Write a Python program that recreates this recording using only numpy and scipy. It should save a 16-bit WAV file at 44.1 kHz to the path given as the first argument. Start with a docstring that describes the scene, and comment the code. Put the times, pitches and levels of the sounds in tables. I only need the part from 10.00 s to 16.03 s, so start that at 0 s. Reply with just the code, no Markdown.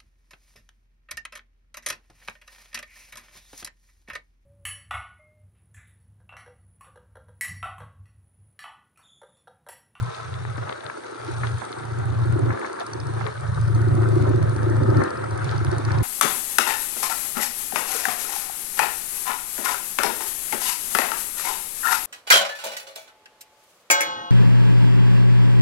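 """One hears a throbbing single-cylinder motorcycle under wind buffeting, on a wet road, its boom dropping and swelling.
The place is the rider's own: a camera carried on the ride, its two microphone ports close to engine, wind and wheels.
Firings ring exhaust resonances; shaped noise makes wind, air and tyre roar, gas puffs, spray and mist.
Damped rings make the wheel ticks, drops and grit; noise bursts and short hollow notes make the knocks and thumps."""
import sys
import numpy as np
from scipy import signal
from scipy.fft import rfft, irfft, next_fast_len
from scipy.io import wavfile
from scipy.ndimage import uniform_filter1d

SR = 44100
rng = np.random.default_rng(int(sys.argv[2]) if len(sys.argv) > 2 else 0)


def wrap_up_sound(samples):
    """Save the sound to the file named by the first command line argument, as 16-bit audio."""
    columns = np.atleast_2d(samples).T
    # keep every value between -1 and 1, then stretch to whole-number steps
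    tamed = np.clip(columns, -1, 1)
    steps = np.round(tamed * 32767).astype(np.int16)
    wavfile.write(sys.argv[1], SR, steps)


N = 265871
T = np.arange(N) / SR  # time of each sample, s

# Engine speed: (time [s], firing rate [1/s])
FIRING_RATE = [(0.0, 29.93), (0.5, 29.83), (1.0, 29.32), (2.0, 28.89), (2.5, 28.87), (4.0, 27.76),
               (5.0, 27.51), (5.5, 27.51), (6.03, 27.32)]
# Low boom of exhaust and wind outside the lulls: (time [s], level [dB])
BOOM_LEVEL = [(0.0, -23), (0.9, -32), (1.45, -23), (1.85, -25.5), (2.3, -18), (3.1, -24.5), (3.75, -16),
              (4.6, -18), (5.0, -15.5), (5.4, -24), (6.03, -15.5)]
# Boom lulls: (start [s], time from start until recovery begins [s], depth [dB])
BOOM_LULLS = [(0.063, 0.09, 27), (0.64, 0.18, 19.5), (0.875, 0.29, 26), (1.562, 0.18, 23),
              (2.52, 0.31, 35.5), (3.229, 0.13, 14), (4.49, 0.045, 7), (4.995, 0.14, 23),
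              (5.717, 0.086, 7.5)]
# Wind on the ports, relative spectrum: (frequency [Hz], density [dB per Hz])
BUFFET_COLOUR = [(20, -47), (42, -28), (62, 6.5), (85, 0), (115, 23), (150, 5), (200, -24.5), (260, -19),
                 (600, -74)]
# Air and tyre roar between gusts: (time [s], level [dB])
RUSH_LEVEL = [(0.0, -39), (1.1, -38), (2.4, -34.5), (3.5, -36.5), (4.5, -32.5), (6.03, -35)]
# Air and tyre roar, relative spectrum: (frequency [Hz], density [dB per Hz])
RUSH_COLOUR = [(160, -47), (230, -16), (300, -19.5), (400, 3), (520, 3.5), (650, -1), (820, -1), (1120, -2),
               (1270, 2.5), (1550, -2.5), (1900, -10), (2300, -21), (3200, -52), (7000, -49)]
# Gusts: (middle [s], half length [s], roar lift [dB], spray lift [dB])
GUSTS = [(0.15, 0.11, 2, 5), (0.691, 0.06, 5.5, 1.5), (0.87, 0.024, 3.5, 0), (1.294, 0.089, 1, 4.5),
         (1.47, 0.055, 1, 5.5), (1.653, 0.098, 0.5, 3.5), (2.541, 0.063, 4, 0), (2.654, 0.045, 3.5, 5.5),
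         (2.813, 0.019, 6, 8.5), (3.227, 0.082, 3.5, 3.5), (4.036, 0.02, 2, 0), (4.26, 0.1, 1, 2.5),
         (5.023, 0.074, 5, 4), (5.507, 0.094, 2.5, 7.5), (5.75, 0.086, 4, 3), (5.94, 0.074, 4.5, 5)]
# Ragged air in gusts, relative spectrum: (frequency [Hz], density [dB per Hz])
BLUSTER_COLOUR = [(150, -35), (210, -11), (350, -14), (550, 0), (750, 6), (1000, -3), (1400, -7),
                  (2400, -19), (4500, -40)]
# Spray hiss, relative spectrum: (frequency [Hz], density [dB per Hz])
SPRAY_COLOUR = [(1200, 0.5), (2300, 6.5), (2900, 0.5), (3700, 4), (4600, 1), (5150, -3), (5600, -2.5),
                (6300, -1), (7300, -8), (9000, -13), (11000, -27)]
# Fine mist off the wet road: (time [s], level [dB])
MIST_LEVEL = [(0.0, -58), (1.1, -58), (1.42, -51.5), (2.05, -58), (3.6, -56), (4.18, -53.5), (4.36, -60),
              (4.55, -52.5), (4.8, -56), (6.03, -55.5)]
# Mist, relative spectrum: (frequency [Hz], density [dB per Hz])
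MIST_COLOUR = [(6000, -23), (7700, -2.5), (8250, 5), (9500, 1), (10300, -6), (11000, -18), (11600, -53)]
# Ticking wheel: (time [s], speed [turns/s])
WHEEL_SPEED = [(0.0, 14.66), (1.0, 14.8), (1.7, 14.9), (2.5, 14.78), (3.4, 14.71), (5.0, 14.76),
               (6.03, 14.76)]
# How hard the wheel brushes, before each tick's random unevenness: (time [s], level [dB])
BRUSH_FORCE = [(0.0, -60), (1.2, -50), (1.72, -36), (2.05, -49), (2.6, -41), (2.95, -27.5), (3.2, -50),
               (3.65, -35.5), (3.85, -38), (4.3, -39.5), (4.5, -35.5), (4.8, -36), (5.05, -28),
               (5.25, -36.5), (5.85, -28)]
# Body of a tick, damped modes: (frequency [Hz], width [Hz], relative level [dB])
TICK_BODY = [(4240, 250, 4), (4640, 160, 3.5), (5590, 155, 3.5), (6500, 420, -30)]
# Bright edge of a tick, damped modes: (frequency [Hz], width [Hz], relative level [dB])
TICK_EDGE = [(6880, 310, -3.5), (8370, 130, -8), (8940, 175, -6.5), (9590, 180, -2), (10900, 560, -5)]
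# Big drops beside the left port, before panning: (time [s], peak level [dB])
BIG_DROPS = [(0.147, -33), (0.34, -34), (0.6928, -34), (0.7257, -33), (0.806, -37), (0.864, -30.5),
             (1.4696, -31), (1.727, -31.5), (2.805, -33.5), (3.265, -32.5), (5.492, -31), (5.6672, -35)]
# Ring of a drop, damped modes: (frequency [Hz], width [Hz], relative level [dB])
DROP_RING = [(2040, 160, 2), (3600, 840, 19.5), (4500, 1050, 11), (6000, 900, -27)]
# Bodywork knocks, peak before panning:
# (time [s], peak level [dB], ring frequency [Hz], 60 dB decay [s], left minus right [dB])
KNOCKS = [(0.450, -21, 1230, 0.0075, 12.5), (0.473, -34.5, 850, 0.011, 15), (0.578, -28, 1010, 0.036, 14.5),
          (0.898, -21, 1400, 0.016, 7), (1.432, -19.5, 1420, 0.032, 8), (1.442, -20, 1160, 0.05, 3),
          (1.617, -26, 1050, 0.08, -14.5), (2.503, -16, 1340, 0.042, 4), (2.574, -24, 1300, 0.016, 9),
          (2.615, -25.5, 1540, 0.0065, 12), (2.645, -23.5, 1500, 0.027, 12.5),
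          (2.789, -21, 1120, 0.031, -2), (3.210, -26.5, 1090, 0.032, -21), (3.265, -25, 1260, 0.055, 15),
          (5.004, -19, 990, 0.028, -15), (5.015, -17.5, 1020, 0.033, 18), (5.237, -23, 900, 0.032, 7),
          (5.646, -22, 1130, 0.018, 1), (5.906, -20, 1300, 0.027, 1)]
# Hollow thumps: (time [s], peak level [dB], ring frequency [Hz])
THUMPS = [(1.279, -23.5, 341), (4.160, -12, 344), (4.304, -16.5, 367), (5.721, -16.5, 361)]
# Hollow chug of the exhaust: (time [s], level [dB])
CHUG_LEVEL = [(0.0, -57), (1.1, -45), (1.9, -44.5), (2.45, -28), (2.7, -40.5), (3.1, -38.5), (3.45, -51.5),
              (3.85, -29.5), (4.3, -24.5), (4.42, -33), (4.75, -26.5), (5.02, -23), (5.12, -37.5),
              (6.03, -34.5)]
# Gas puffs, relative spectrum: (frequency [Hz], density [dB per Hz])
CHUG_COLOUR = [(130, -55), (200, -3.5), (250, -5.5), (305, 0), (345, -1.5), (390, 2.5), (440, -24.5),
               (500, -4), (620, -14.5), (1000, -29), (2000, -57)]
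# Microphone ports: (frequency [Hz], coherence [0-1], phase by which left leads [rad], left minus right [dB])
PORTS = [(110.0, 0.86, -1.0, -0.9), (200.0, 0.37, -2.1, 0.7), (310.0, 0.59, -1.3, -0.1),
         (400.0, 0.73, -2.2, 0.7), (520.0, 0.76, -2.9, -0.9), (850.0, 0.48, -4.1, -0.2),
         (1100.0, 0.23, -6.8, 1.7), (1400.0, 0.57, -6.9, 3.4), (2500.0, 0.33, -8.1, 0.9),
         (3500.0, 0.12, -7.9, 6.5), (4500.0, 0.44, -6.1, 4.1), (7500.0, 0.3, -4.6, -0.3),
         (8500.0, 0.19, -2.8, -6.4), (10500.0, 0.11, -1.3, -15.6)]


def amp(db):
    """Decibels to gain."""
    return 10 ** (np.asarray(db) / 20)


def unit(x):
    """Scales to rms 1."""
    return x / np.sqrt(np.mean(x ** 2) + 1e-20)


def curve(rows):
    """Each column of a time table, sample by sample."""
    s, *columns = np.transpose(rows)
    return [np.interp(T, s, column) for column in columns]


def read(rows, hz):
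    """Each column of a frequency table, on a log axis."""
    f, *columns = np.transpose(rows)
    return [np.interp(np.log(hz + 1), np.log(f + 1), column) for column in columns]


def add(mix, s, sound):
    """Mixes a stereo sound in at time s."""
    part = mix[:, max(round(s * SR), 0):][:, :sound.shape[1]]
    part += sound[:, :part.shape[1]]


def pan(db):
    """Left and right gains for a level difference, left minus right."""
    return amp(np.array([[db], [-db]]) / 2)


def wander(top_hz):
    """Smooth random motion, low-passed around top_hz; rms 1."""
    size = next_fast_len(N)
    hz = np.fft.rfftfreq(size, 1 / SR)
    spectrum = rfft(rng.standard_normal(size)) / (1 + (hz / top_hz) ** 2)
    return unit(irfft(spectrum, size)[:N])


def smooth(grid, frames, bins):
    """Blurs a random grid over time frames and frequency bins; rms 1."""
    return unit(uniform_filter1d(uniform_filter1d(grid, size=frames, axis=0), size=bins, axis=1))


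def air(colour, patchy_db, ripple_db=0.):
    """Turbulent noise with drifting patches, partly shared between the two ports; rms 1."""
    frames, hz = N // 512 + 6, np.fft.rfftfreq(2048, 1 / SR)
    a, b, c, d, patches = rng.standard_normal((5, frames, len(hz)))
    patches = smooth(patches, frames=4, bins=22)
    # reflections off rider and bike cut fine, slowly shifting ripples into the spectrum
    ripples = smooth(rng.standard_normal(a.shape), frames=40, bins=2)
    coherence, phase, side_db = read(PORTS, hz)
    coherence = np.clip(coherence, 0, 1)
    left = a + 1j * b
    own = c + 1j * d  # noise only the right port hears
    right = (coherence * left + np.sqrt(1 - coherence ** 2) * own) * np.exp(-1j * phase)
    z = np.array([left * amp(side_db / 2), right * amp(-side_db / 2)])
    z *= amp(read(colour, hz)[0] + patchy_db * patches + ripple_db * ripples)
    return unit(signal.istft(z.transpose(0, 2, 1), nperseg=2048, noverlap=1536)[1][:, :N])


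def ring(modes, left_lag_s=0.0007, rise_s=0.00024, detune=0.023):
    """A short ring of damped modes, randomly detuned, peak 1; it reaches the left port later."""
    t = np.maximum(np.arange(700) / SR - np.array([[left_lag_s], [0]]), 0)
    y = 0
    for hz, width, db in modes:
        cycles = hz * (1 + detune * rng.standard_normal()) * t + rng.random()
        y = y + amp(db) * np.exp(-np.pi * width * t) * np.sin(2 * np.pi * cycles)
    y = y * (1 - np.exp(-(t / rise_s) ** 2))
    return y / abs(y).max()


def swell(t, peak_s):
    """The envelope of a cavity that builds up to 1 at peak_s and dies away."""
    u = np.maximum(t, 0) / peak_s
    return (u * np.exp(1 - u)) ** 2


def crank(first_firing=0.2716):
    """Engine cycles gone by; the cylinder fires at each whole number."""
    return np.cumsum(curve(FIRING_RATE)[0]) / SR - first_firing


def firings(hz, build_s, uneven_db, jitter_s, port_db, left_lag_s, late_s):
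    """Each firing, a little uneven in strength, time and side, rings one exhaust resonance; rms 1."""
    fired = T[1:][np.diff(np.floor(crank())) > 0]
    out = np.zeros((2, N))
    t = np.arange(SR // 8) / SR - np.array([[left_lag_s], [0]])
    note = swell(t, build_s) * np.sin(2 * np.pi * hz * t)
    for s, (strength, slip, side) in zip(fired, 2 * rng.random((len(fired), 3)) - 1):
        gains = amp(uneven_db * strength) * pan(port_db * side)
        add(out, s + late_s + jitter_s * slip, gains * note)
    return unit(out)


def exhaust(level_db=-0.36):
    """The deep note of the silencer, near four times the firing rate, rung by each firing."""
    note = firings(hz=111.4, build_s=0.015, uneven_db=1.0, jitter_s=0.00035,
                   port_db=8.0, left_lag_s=0.0015, late_s=0)
    return amp(level_db) * note


def buffet(level_db=-2.0):
    """Wind turbulence rumbles on the microphone ports."""
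    return amp(level_db) * air(BUFFET_COLOUR, patchy_db=-3.5)


def boom_level(fall_s=0.076, recover_s=0.1):
    """Gain of the low boom: it falls quickly into each lull and recovers more slowly."""
    down = 0
    for s, hold, depth in BOOM_LULLS:
        fall = np.clip((T - s) / fall_s, 0, 1)
        recovery = np.exp(-np.maximum(T - s - hold, 0) / recover_s)
        down = down + depth * fall * recovery
    return amp(curve(BOOM_LEVEL)[0] - down)


def boom(flutter_db=0.52, flutter_hz=21.2):
    """Exhaust and wind together, beating evened out; their strength swells and sinks, and drops in the lulls."""
    low = (exhaust() + buffet()) * amp(flutter_db * wander(flutter_hz))
    power = (low ** 2).mean(0)
    strength = np.sqrt(uniform_filter1d(uniform_filter1d(power, size=SR // 14), size=SR // 14))
    return low / strength * boom_level()


def rush(gust_db, flutter_db=1.5, flutter_hz=85.4, sway_db=0.88, sway_hz=30.0, throb_db=-0.2):
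    """Air and tyre roar, fluttering in the slipstream and dipping slightly at each firing."""
    motion_db = flutter_db * wander(flutter_hz) + sway_db * wander(sway_hz)
    flutter = unit(amp(motion_db + throb_db * np.cos(2 * np.pi * crank())))
    return air(RUSH_COLOUR, patchy_db=1.5, ripple_db=2.5) * flutter * amp(curve(RUSH_LEVEL)[0] + gust_db)


def crackle(gust_db, grains_per_s=620, spread_db=7.5, level_db=-15.5, surge=2.6, width_hz=580.0, fall_db=-13.5):
    """Water and grit pepper the bike as short damped rings, louder in gusts; level_db is relative to the roar."""
    out = np.zeros((2, N))
    pitches = np.geomspace(850, 4600, num=8)
    for hz in pitches:
        hits = np.zeros(N)
        at = np.flatnonzero(rng.random(N) < grains_per_s / len(pitches) / SR)
        hits[at] = amp(spread_db * np.minimum(rng.exponential(1, N)[at], 3))
        grain = ring([(hz, width_hz, 0)], rise_s=0.00019) * amp(fall_db * np.log2(hz))  # weaker by the octave
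        out += signal.oaconvolve(hits[None], grain, axes=1)[:, :N]
    # surge: dB of crackle per dB of gust
    return unit(out * pan(db=3.5)) * amp(curve(RUSH_LEVEL)[0] + surge * gust_db + level_db)


def spray(gust_db, hiss_db=-50.5, flutter_db=1.9, patter_db=-65.5, drops_per_s=260, spread_db=1.5):
    """Water off the tyres: noise hiss and a patter of ringing drops that swell in gusts, and a finer mist."""
    hiss = air(SPRAY_COLOUR, patchy_db=1.46, ripple_db=2.) * amp(hiss_db + flutter_db * wander(top_hz=120.))
    strengths = amp(spread_db * np.minimum(rng.exponential(1, N), 4))
    landings = (rng.random(N) < drops_per_s / SR) * strengths
    patter = signal.oaconvolve(landings[None], ring(DROP_RING), axes=1)[:, :N]
    patter = unit(patter * pan(db=-12.0))
    mist = air(MIST_COLOUR, patchy_db=2.5, ripple_db=3.0) * amp(curve(MIST_LEVEL)[0])
    return (hiss + amp(patter_db) * patter) * amp(gust_db) + mist


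def wheel(first_turn=0.393, uneven_db=3.5, edge_db=-39.5, edge_follow=0.29, edge_uneven_db=6.0, edge_side_db=-11.5):
    """A thin metallic tick once a wheel turn, never equally strong: a brief brush, so it starts softly."""
    out = np.zeros((2, N))
    turned = np.cumsum(curve(WHEEL_SPEED)[0]) / SR - first_turn
    ticks = T[1:][np.diff(np.floor(turned)) > 0]
    force = np.interp(ticks, *np.transpose(BRUSH_FORCE))
    for s, db, (body, edge) in zip(ticks, force, 2 * rng.random((len(ticks), 2)) - 1):
        # the bright edge follows the force only in part
        bright_db = edge_db + edge_follow * (db - force.mean()) + edge_uneven_db * edge
        add(out, s, amp(db + uneven_db * body) * ring(TICK_BODY, left_lag_s=0.00024, rise_s=0.0006))
        add(out, s, amp(bright_db) * pan(edge_side_db) * ring(TICK_EDGE, left_lag_s=.00005, rise_s=0.0007))
    return out


def gusts():
    """How many dB the gusts add to the roar and to the spray; each rises and falls like a bell."""
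    lift_db = np.zeros((2, N))
    for s, half, roar_db, spray_db in GUSTS:
        lift_db += np.outer([roar_db, spray_db], np.exp(-((T - s) / half) ** 2))
    return lift_db


def bluster(gust_db, level_db=-0.5, flutter_db=4.0, flutter_hz=70.0):
    """A lower, ragged rush of turbulent air that sounds only in gusts."""
    flutter = unit(amp(flutter_db * wander(flutter_hz)))
    gusting = amp(gust_db) - 1  # zero in still moments
    return air(BLUSTER_COLOUR, patchy_db=6.0) * flutter * gusting * amp(curve(RUSH_LEVEL)[0] + level_db)


def drops(gust_db, side_db=21.0, stray_per_s=3.5, stray_db=-45.0, spread_db=2.5, bounce_db=-7.0, bounce_s=0.0019):
    """Big drops tap the camera and ring, each with a smaller splash just after; gusts bring more stray ones."""
    out = np.zeros((2, N))
    for s, db in BIG_DROPS:
        add(out, s, amp(db) * ring(DROP_RING, rise_s=0.00044))
        add(out, s + bounce_s, amp(db + bounce_db) * ring(DROP_RING, rise_s=0.00032))
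    # stray_per_s is the rate between gusts
    landed = rng.random(N) < stray_per_s * amp(gust_db) ** 2 / SR
    strays = landed * amp(stray_db + spread_db * (2 * rng.random(N) - 1))
    out += signal.oaconvolve(strays[None], ring(DROP_RING, rise_s=0.0011), axes=1)[:, :N]
    return pan(side_db) * out


def bumps(knock_width_hz=1810.0, rise_s=0.00078, thump_build_s=0.0084, left_lag_s=0.00075):
    """The rough road shakes the bike: dry noise knocks and hollow thumps, reaching the right port first."""
    t, out = np.arange(SR // 8) / SR, np.zeros((2, N))
    hz = np.fft.rfftfreq(len(t), 1 / SR)
    late = t - np.array([[left_lag_s], [0]])
    for s, db, ring_hz, t60, side_db in KNOCKS:
        band = 1 / (1 + (2 * (hz - ring_hz) / knock_width_hz) ** 6)
        panel = irfft(rfft(rng.standard_normal(len(t))) * band, len(t))
        knock = panel * amp(-60 * t / max(t60, .003)) * (1 - np.exp(-t / rise_s))
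        heard = np.interp(late, t, knock, left=0) / abs(knock).max()
        add(out, s, amp(db) * pan(side_db) * heard)
    for s, db, ring_hz in THUMPS:
        add(out, s, amp(db) * swell(late, thump_build_s) * np.sin(2 * np.pi * ring_hz * late))
    return out


def chug(throb_db=3.0, note_db=-3.0, puff_growth=0.088):
    """Every firing also knocks a higher, hollow resonance and lets out a puff of gas that grows with effort."""
    effort_db = curve(CHUG_LEVEL)[0]
    note = firings(hz=352.8, build_s=0.0075, uneven_db=7.5, jitter_s=0.00076,
                   port_db=4.0, left_lag_s=0.00075, late_s=-0.00462)
    throb = unit(amp(throb_db * np.cos(2 * np.pi * crank())))
    puffs = air(CHUG_COLOUR, patchy_db=2.03, ripple_db=1.0) * throb
    puff_db = puff_growth * (effort_db - effort_db.max())  # extra growth, dB per dB of effort
    return (amp(note_db) * note + amp(puff_db) * puffs) * amp(effort_db)


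def scene():
    """Engine, wind, road and water together at the rider's microphone ports."""
    roar_db, wet_db = gusts()
    road = rush(roar_db) + bluster(roar_db) + crackle(roar_db) + bumps()
    return boom() + chug() + road + spray(wet_db) + drops(wet_db) + wheel()


def record(dry, low_cut_hz=63.0, ceiling=0.62, top_hz=11200):
    """The camera cuts the deepest bass, rounds off the highest peaks and limits the band."""
    hz = np.fft.rfftfreq(N, 1 / SR)
    y = irfft(rfft(dry) * hz ** 4 / (hz ** 4 + low_cut_hz ** 4), N)
    y = y / (1 + (y / ceiling) ** 6) ** (1 / 6)
    low_pass = signal.firwin(255, top_hz, window=("kaiser", 9), fs=SR)
    return signal.oaconvolve(y, low_pass[None], "same")


dry = scene()
out = record(dry)
wrap_up_sound(out)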